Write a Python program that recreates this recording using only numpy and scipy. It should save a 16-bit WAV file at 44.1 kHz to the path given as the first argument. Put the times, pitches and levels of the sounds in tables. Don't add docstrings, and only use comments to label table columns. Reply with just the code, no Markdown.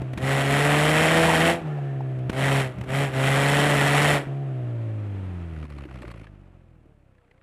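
import sys
import numpy as np
from scipy import signal
from scipy.fft import rfft, irfft, next_fast_len
from scipy.io import wavfile
from scipy.ndimage import map_coordinates

SR = 44100
rng = np.random.default_rng(int(sys.argv[2]) if len(sys.argv) > 2 else 0)


def unload_audio(sound):
    columns = np.transpose(np.atleast_2d(sound))
    steps = np.round(np.clip(columns, -1, 1) * 32767)
    wavfile.write(sys.argv[1], SR, steps.astype(np.int16))


def field_ratio(decibels):
    return 10 ** (np.asarray(decibels, dtype=float) / 20)


N = 327222
JUDDER_FROM_S, JUDDER_TO_S = 5.52, 6.28


def unit(x):
    return x / np.sqrt(np.mean(x ** 2) + 1e-20)


def along(points, hz):
    f, v = np.transpose(points)
    return np.interp(np.log(hz + 1), np.log(f + 1), v)


def curves(rows):
    s, *cols = np.transpose(rows)
    return [np.interp(np.arange(N) / SR, s, c) for c in cols]


def chance(position):
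    return map_coordinates(rng.standard_normal(4000), [position], order=1)


def wobble(rate):
    return chance(np.arange(N) * rate / SR)


def window(start, stop, edge):
    t = np.arange(N) / SR
    return np.clip(np.minimum(t - start, stop - t) / edge + .5, 0, 1)


def bump(at, width):
    return np.exp(-((np.arange(N) / SR - at) / width) ** 2)


def coloured(spectrum, peaks=()):
    m = next_fast_len(N)
    hz = np.fft.rfftfreq(m, 1 / SR)
    resonance_db = sum(db * np.exp(-((hz - c) / w) ** 2) for c, w, db in peaks)
    level_db = along(spectrum, hz) + resonance_db
    return unit(irfft(rfft(rng.standard_normal(m)) * field_ratio(level_db), m)[:N])


def bursts(times, carrier, level_db, t60, rise):
    out, t = np.zeros(N + SR), np.arange(SR // 8) / SR
    for s, db, life in zip(times, level_db, t60):
        envelope = field_ratio(db + 6.0 - 60 * t / life) * (1 - np.exp(-t / rise)) ** 2
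        out[round((s - rise) * SR):][:len(t)] += envelope
    return out[:N] * carrier


def ring(rows, noise_hz, rise):
    out, t = np.zeros(N + SR), np.arange(SR // 6) / SR
    for s, db, hz, t60 in rows:
        drift = np.cumsum(rng.standard_normal(len(t))) * np.sqrt(noise_hz / SR)
        envelope = field_ratio(db + 6.0 - 60 * t / t60) * (1 - np.exp(-t / rise)) ** 2
        out[round(s * SR):][:len(t)] += envelope * np.sin(2 * np.pi * hz * t + drift)
    return out[:N]


# (press [s], lift [s], release [s], rasp at press [dB], rasp at lift [dB])
PRESSES = [
    (0.163, 0.302, .85, -37, -35),
    (.37, 1.473, .21, -34, -37.5),
    (2.304, 2.567, 0.2537, -35, -35.5),
    (2.851, 3.01, .22, -34, -37),
    (3.084, 4.12, 0.2004, -35.5, -33),
]


def pedal():
    t = np.arange(N) / SR
    idle_db, in_gear_db = -94, -71
    lag_s, sag_s, sag_db = .04, 0.047, -3.4
    shut_db = idle_db + (in_gear_db - idle_db) * window(-1, JUDDER_TO_S, .2)
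    opening, sag, gas_db = np.zeros(N), np.zeros(N), shut_db
    for press, lift, release, first_db, last_db in PRESSES:
        since = np.maximum(t - press, 0)
        closing = np.clip((t - lift) / release, 0, 1)
        wide = (1 - np.exp(-since / lag_s)) * np.cos(np.pi / 2 * closing) ** 2
        rush = since / sag_s * np.exp(1 - (since / sag_s) ** 2) / np.exp(.5)
        full_db = np.interp(t, [press, lift], [first_db, last_db]) + sag_db * rush
        opening, sag = np.maximum(opening, wide), sag + rush
        gas_db = np.maximum(gas_db, shut_db + (full_db - shut_db) * wide)
    return opening, sag, gas_db


# (time [s], firing rate [Hz])
REVS = [(0, 130), (.18, 126.3), (.5, 130.9), (.75, 138.8), (1.2, 155.4), (1.4, 151.6), (1.57, 168.2),
        (1.69, 150.2), (1.84, 138.8), (2.21, 127), (2.5, 128.3), (2.81, 124), (3.04, 132.7), (3.2, 124.5),
        (3.68, 137.6), (3.8, 131), (4.1, 137.9), (4.29, 135.8)]
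# (time [s], firing rate [Hz], puff level [dB])
BRAKING = [
    (4.419, 139.4, -28),
    (4.63, 122.8, -26),
    (5.1, 100.8, -31.5),
    (5.62, 75.49, -32.5),
    (5.87, 67.11, -37.5),
    (6.16, 55.11, -40.5),
    (6.49, 45.72, -48),
    (7.13, 32.04, -57.5),
    (7.42, 29.2, -61),
]


def crank():
    spin_hz, firing_at_s = 9, 7.22
    hz = curves(REVS + [row[:2] for row in BRAKING])[0] + spin_hz * pedal()[0] ** 3
    turns = np.cumsum(hz) / SR
    return hz, turns, turns - turns[round(firing_at_s * SR)]


# (time [s], level change [dB], width [s])
MISFIRES = [
    (5.678, -7, .024),
    (5.752, -2.5, 0.026),
    (5.87, -10, 0.018),
    (6.042, -9, 0.0061),
    (6.13, -7, .01),
    (6.255, -2, 0.014),
]


def stumbles():
    return sum(db * bump(s, wide) for s, db, wide in MISFIRES)


# (from [s], to [s], boom level [dB])
COASTS = [
    (-.1, .155, -32.5),
    (1.638, 2.298, -29),
    (2.78, 2.85, -35.5),
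    (4.277, 6, -29.5),
]


def levels(hz):
    opening, sag, gas_db = pedal()
    pumped = sum(field_ratio(db) * window(start, stop, 0.043) for start, stop, db in COASTS)
    boom_db = -23 - 24 * (1 - opening) - 0.1146 * (hz - 138) - 3.4 * sag
    boom = field_ratio(boom_db) + pumped
    firing = 1 - 0.65 * sum(window(start - .03, stop, .03) for start, stop, _ in COASTS)
    over_db = -26 - 18 * (1 - opening) + 0.1886 * (hz - 139.5) + 1.1 * wobble(9)
    over = firing * field_ratio(over_db) + field_ratio(-10.5) * pumped
    judder = window(JUDDER_FROM_S, JUDDER_TO_S, .03)
    loss_db = stumbles() + 1.3 * judder * wobble(45)
    gas_db = gas_db + 0.1961 * opening * (hz - 140) + 0.43 * wobble(8) + loss_db
    puff_db = curves(BRAKING)[1]
    judder_buzz_db = -56.5 + 0.5 * (puff_db + 36.5) + 1.0 * loss_db
    buzz_db = judder * judder_buzz_db + (1 - judder) * (puff_db - 27)
    return 20 * np.log10(boom), 20 * np.log10(over), gas_db, puff_db + loss_db, buzz_db


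# (frequency [Hz], level [dB])
PIPE_OPEN = [(50, -8), (150, -3), (330, -5.5), (650, -5.5), (800, -10), (950, -21), (1500, -34),
             (3000, -120)]
# (multiple of firing rate [1], level [dB])
OVERRUN = [(0.5, -28), (1, 0), (1.5, -24.5), (2, -22.5), (2.5, -19.5), (3, -20), (3.5, -27.5), (4, -28.5),
           (4.5, -31), (5, -22.5), (5.5, -26), (6, -35)]
# (frequency [Hz], level [dB])
PIPE_SLOW = [(15, -13.5), (30, 5), (47, 2.5), (94, 2), (156, -4), (190, -5), (245, -18.5), (320, -12),
             (400, -21.5), (520, -39), (900, -74.5)]


def firing_orders(hz, phase, load, slow):
    stack, puffs, stack_power, puff_power = np.zeros(N), np.zeros(N), 1e-12, 1e-12
    for order in np.arange(1, 19) / 2:
        half = order % 1 > 0
        drift = (.1 + .22 * load + .005 * order ** 2 * slow) * wobble(17)
        sway = field_ratio(.9 * wobble(14))
        tone = -sway * np.cos(order * phase - 0.24 * order + 1.3 * half * order ** 2 + drift)
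        open_db = along(PIPE_OPEN, order * hz) - 11 * half
        shut_db = along(OVERRUN + [(5.9, -74)], order) + 18 - 7.1 * (order < 1)
        gain = field_ratio(load * open_db + (1 - load) * shut_db) * (order != 1)
        stack += gain * tone
        stack_power = stack_power + gain ** 2 / 2 * (order > 1)
        gain = field_ratio(along(PIPE_SLOW, order * hz) - 16 * half - 10 * (order < 1))
        puffs += gain * tone
        puff_power = puff_power + gain ** 2 / 2
    return stack / np.sqrt(stack_power), puffs / np.sqrt(puff_power)


# (frequency [Hz], level [dB per Hz])
GAS = [(35, -50.5), (60, -23.5), (102, -15), (126, -19.5), (145, -12.5), (192, -11.5), (313, -15.5),
       (360, -16), (629, -11.5), (1000, -15), (1970, -12), (3210, -20), (4770, -31), (10300, -34.5),
       (15600, -47.5)]
# (frequency [Hz], width [Hz], level [dB])
HOUSING = [(720, 50, 3.5), (1920, 67, 4), (3135, 71, 4), (4800, 100, -8), (5470, 130, 1.5),
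           (6220, 390, -4.5), (7980, 1200, 4), (9300, 110, -7), (10400, 910, 4)]


def gas_rasp(turns, phase, gas_db):
    lull, sharpness, lag = .62, 1.6, -0.029
    blow = 1 - lull * np.exp(sharpness * (np.cos(phase - 2 * np.pi * lag) - 1))
    gas = coloured(GAS, HOUSING)
    dull = signal.sosfilt(signal.butter(2, 5000, fs=SR, output="sos"), gas)
    hiss_db = 3.6 * (np.clip((gas_db + 64.5) / 30, 0, 1) - 1)
    gas = dull + field_ratio(hiss_db) * (gas - dull)
    gust_db = 1.2 * chance(turns) + 1.1 * np.cos(phase / 2)
    return field_ratio(gas_db + 11) * unit(blow * field_ratio(gust_db)) * gas


# (frequency [Hz], level [dB per Hz])
PANELS = [(250, -30), (550, 16), (850, -26), (1250, 6.5), (1600, -15), (1900, 1), (2600, 1), (3300, -14),
          (4300, -14), (8000, -26), (11000, -20), (14000, -70)]


def panel_buzz(hz, turns, phase, buzz_db):
    shake = unit(np.exp(1.3 * np.cos(phase + 1.63)) * field_ratio(2 * chance(turns)))
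    return np.clip((95 - hz) / 18, 0, 1) * field_ratio(buzz_db + 1.0) * shake * coloured(PANELS)


def engine():
    hz, turns, firings = crank()
    boom_db, over_db, gas_db, puff_db, buzz_db = levels(hz)
    load = np.clip((gas_db + 67.0) / 18, 0, 1)
    slow = np.clip((112 - hz) / 25, 0, 1)
    strength = chance(turns)
    phase = 2 * np.pi * firings
    rough_db = 1.15 + (1.9 - 1.15) * load
    stack, puffs = firing_orders(hz, phase, load, slow)
    stack *= field_ratio(over_db - 2 + rough_db * strength)
    boom = -np.sqrt(2) * field_ratio(boom_db + 0.24 * rough_db * strength) * np.cos(phase - .2)
    scatter_db = .4 + .6 * np.clip((80 - hz) / 20, 0, 1)
    puffs *= field_ratio(puff_db - .6 + scatter_db * strength)
    tones = (1 - slow) * (boom + stack) + slow * puffs
    return tones + gas_rasp(turns, phase, gas_db) + panel_buzz(hz, turns, phase, buzz_db)


# (time [s], level [dB])
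ROAD = [(0, -44.5), (.3, -50), (1.4, -35), (1.9, -46.5), (2.25, -48.5), (3.2, -42.5), (4.2, -40),
        (4.4, -48), (5.4, -47.5), (5.68, -53.5), (5.9, -52), (6.25, -59), (6.8, -67), (7.42, -68.5)]
# (frequency [Hz], level [dB per Hz])
TYRES = [(150, -30.5), (300, 0.5), (450, -8), (680, -6.5), (1010, -14), (1350, -13), (1700, -18.5),
         (2650, -20.5), (5090, -41), (8190, -42), (12100, -51.5), (13500, -66), (15000, -97.5)]
# (frequency [Hz], level [dB per Hz])
TREAD = [(1100, -50.5), (1450, -16), (1600, -9.5), (1750, -0.5), (2200, -50.5)]


def tyres():
    rush_db, = curves(ROAD)
    hum_db = rush_db - 21 + 10 * bump(1.9, .3)
    rush = field_ratio(rush_db + .7 * stumbles() + 0.39 * wobble(6.9) + 0.87 * wobble(59)) * coloured(TYRES)
    return rush + field_ratio(hum_db + 3 * wobble(27)) * coloured(TREAD)


# (frequency [Hz], level [dB per Hz])
BUFFET = [(15, -28), (30, -20.5), (60, 6.5), (120, 8), (300, -1.5), (600, -52.5)]
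# (time [s], level [dB])
JOLTS = [
    (0, -49.5),
    (.19, -46),
    (2.3, -51.5),
    (2.8, -46.5),
]


def wind():
    speed_db = 6 * np.log2(crank()[0] / 140)
    gusts = field_ratio(-64 + speed_db + 6.5 * pedal()[0] + 6 * np.tanh(wobble(8.2)))
    jolts = sum(field_ratio(db) * bump(s, .055) for s, db in JOLTS)
    return field_ratio(11) * (gusts + jolts) * coloured(BUFFET)


# (frequency [Hz], level [dB per Hz])
HISS = [(2500, -30), (4000, -2), (6000, -6), (8000, -1), (10000, -5), (12700, -7), (13100, -60)]


def microphone_hiss():
    return field_ratio(-90) * coloured(HISS)


# (time [s], crack level [dB], thud level [dB], t60 [s])
POPS = [(0.019, -32, -26.5, 0.024), (0.135, -29, -32, 0.025), (0.1769, -26, -25, 0.041),
        (1.618, -40, -34, 0.024), (1.662, -46, -48, .02), (2.189, -41, -40.5, 0.03),
        (2.2977, -19.5, -20, 0.027), (2.3184, -31, -39.5, 0.021), (2.3306, -30.5, -35, 0.042),
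        (2.7862, -35, -34.5, 0.023), (2.8131, -25.5, -33, 0.021), (2.8392, -34, -35.5, 0.03),
        (2.8952, -27, -32, 0.018), (4.2704, -56, -30.5, 0.026)]


def pops():
    s, crack_db, thud_db, t60 = np.transpose(POPS)
    out, u = np.zeros(N + SR), np.arange(SR // 20) / SR / 0.001
    for at, db in zip(s, thud_db):
        out[round(at * SR):][:len(u)] += field_ratio(db + 14) * u * (2 - u) * np.exp(-u)
    return out[:N] + bursts(s, coloured(GAS), crack_db, t60, rise=0.0035)


# (time [s], peak level [dB], frequency [Hz], t60 [s])
KNOCKS = [
    (1.249, -26, 810.2, 0.038),
    (1.281, -20.5, 956, 0.072),
    (1.299, -9.5, 913, 0.019),
    (1.332, -19, 898, 0.028),
]
STONES = [
    (1.786, -33, 760, 0.033),
    (2.006, -24.5, 800, 0.022),
    (2.122, -34.5, 710, 0.018),
]
THUMPS = [
    (5.641, -34, 230, 0.063),
    (5.765, -35.5, 288, 0.04),
    (5.799, -55, 341, 0.036),
    (5.853, -31.5, 317, 0.04),
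    (5.869, -40.5, 295, 0.045),
    (6.012, -36.5, 236, 0.043),
    (6.041, -32.5, 341, 0.035),
    (6.078, -41, 343, 0.044),
    (6.212, -41.5, 282.5, 0.053),
    (6.855, -47.5, 320, 0.04),
]


def knocks():
    return ring(KNOCKS + STONES + THUMPS, noise_hz=30, rise=0.0012)


# (time [s], peak level [dB], frequency [Hz], t60 [s])
LURCHES = [
    (1.625, -33.5, 95, .07),
    (1.7, -42, 1380, .15),
    (4.25, -34.5, 85, .08),
    (6.03, -39, 590, .1),
    (5.85, -46.5, 560, 0.084),
]


def lurches():
    return ring(LURCHES, noise_hz=40, rise=0.0081)


# (time [s], peak level [dB], frequency [Hz], scratch level [dB])
RATTLES = [(5.564, -39.5, 1475, -23), (5.628, -36, 1257, -22), (5.652, -38.5, 1024, -16),
           (5.701, -41, 1060, -7), (5.723, -39, 1270, -19), (5.785, -37, 1160, -11),
           (5.807, -40, 1180, -24), (5.837, -39.5, 2560, -26), (5.852, -41, 1796, -16),
           (5.888, -41.5, 1320, -25), (5.911, -38, 1180, -26), (5.957, -38.5, 1290, -18),
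           (5.988, -41.5, 1270, -16), (6.02, -35, 1770, -8), (6.03, -36, 1130, -17),
           (6.051, -36.5, 1200, -25), (6.079, -35.5, 1170, -11), (6.101, -41.5, 1203, -18),
           (6.114, -36.5, 1138, -7), (6.14, -39.5, 1110, -24), (6.175, -46.5, 1300, -23),
           (6.213, -46.5, 1030, -18), (6.242, -40.5, 1150, -15), (6.269, -41.5, 1710, -24)]


def rattles():
    ticks = np.flatnonzero(np.diff(np.floor(crank()[2] + .18))) / SR
    ticks = ticks[ticks > 7.13]
    luck = rng.standard_normal((60, 3))
    idle = [(s, -58 + 2.6 * a, 1530 * 1.4 ** b, -22 + 3 * c) for s, (a, b, c) in zip(ticks, luck)]
    s, db, hz, bright_db = np.transpose(RATTLES + idle)
    life = np.full(len(s), 0.026)
    panel = ring(zip(s, db - 5.0, hz, life), noise_hz=1443, rise=0.00064)
    panel = signal.sosfilt(signal.butter(2, 5500, fs=SR, output="sos"), panel)
    dull = coloured([(150, -34), (400, 6.0), (1300, 1), (2600, 2), (4000, -14), (6000, -46.5)])
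    bright = coloured([(2500, -30), (4200, 12), (6000, -16), (8000, 2), (11000, -8), (14000, -17), (15400, -32.5)])
    body = bursts(s, dull, db - 5.5, life, rise=0.002)
    scratch = bursts(s, bright, db + bright_db - 3, life, rise=.003)
    return panel + body + scratch


# (time [s], frequency [Hz], level [dB])
WHINES = [
    [(6.3, 650, -90), (6.4, 600, -72), (6.65, 525, -70), (6.9, 450, -73), (7, 420, -90)],
    [(6.4, 780, -90), (6.5, 730, -78), (6.7, 660, -77), (6.85, 610, -79), (6.95, 580, -90)],
    [(6.75, 690, -90), (6.85, 640, -75), (7.1, 535, -73), (7.25, 462, -75), (7.3, 480, -77),
     (7.42, 555, -72)],
]


def gears():
    out = np.zeros(N)
    for hz, db in map(curves, WHINES):
        phase = 2 * np.pi * np.cumsum(hz + 2.5 * wobble(40)) / SR
        out += field_ratio(db + 3 + 2.5 * wobble(12)) * np.sin(phase)
    return out


def scene():
    running = engine() + tyres() + wind() + microphone_hiss()
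    events = pops() + knocks() + lurches() + rattles() + gears()
    return (running + events)[None]


def low_pass(x):
    return signal.sosfilt(signal.butter(12, 15770, fs=SR, output="sos"), x)


def record(dry):
    bass_hz, top_hz = 24, 15470
    m = next_fast_len(N + SR // 4)
    hz = np.fft.rfftfreq(m, 1 / SR)
    response = (hz < top_hz) * hz ** 2 / (hz ** 2 + bass_hz ** 2)
    band = irfft(rfft(dry, m) * response, m)[:, :N]
    return low_pass(band)


dry = scene()
out = record(dry)
unload_audio(out)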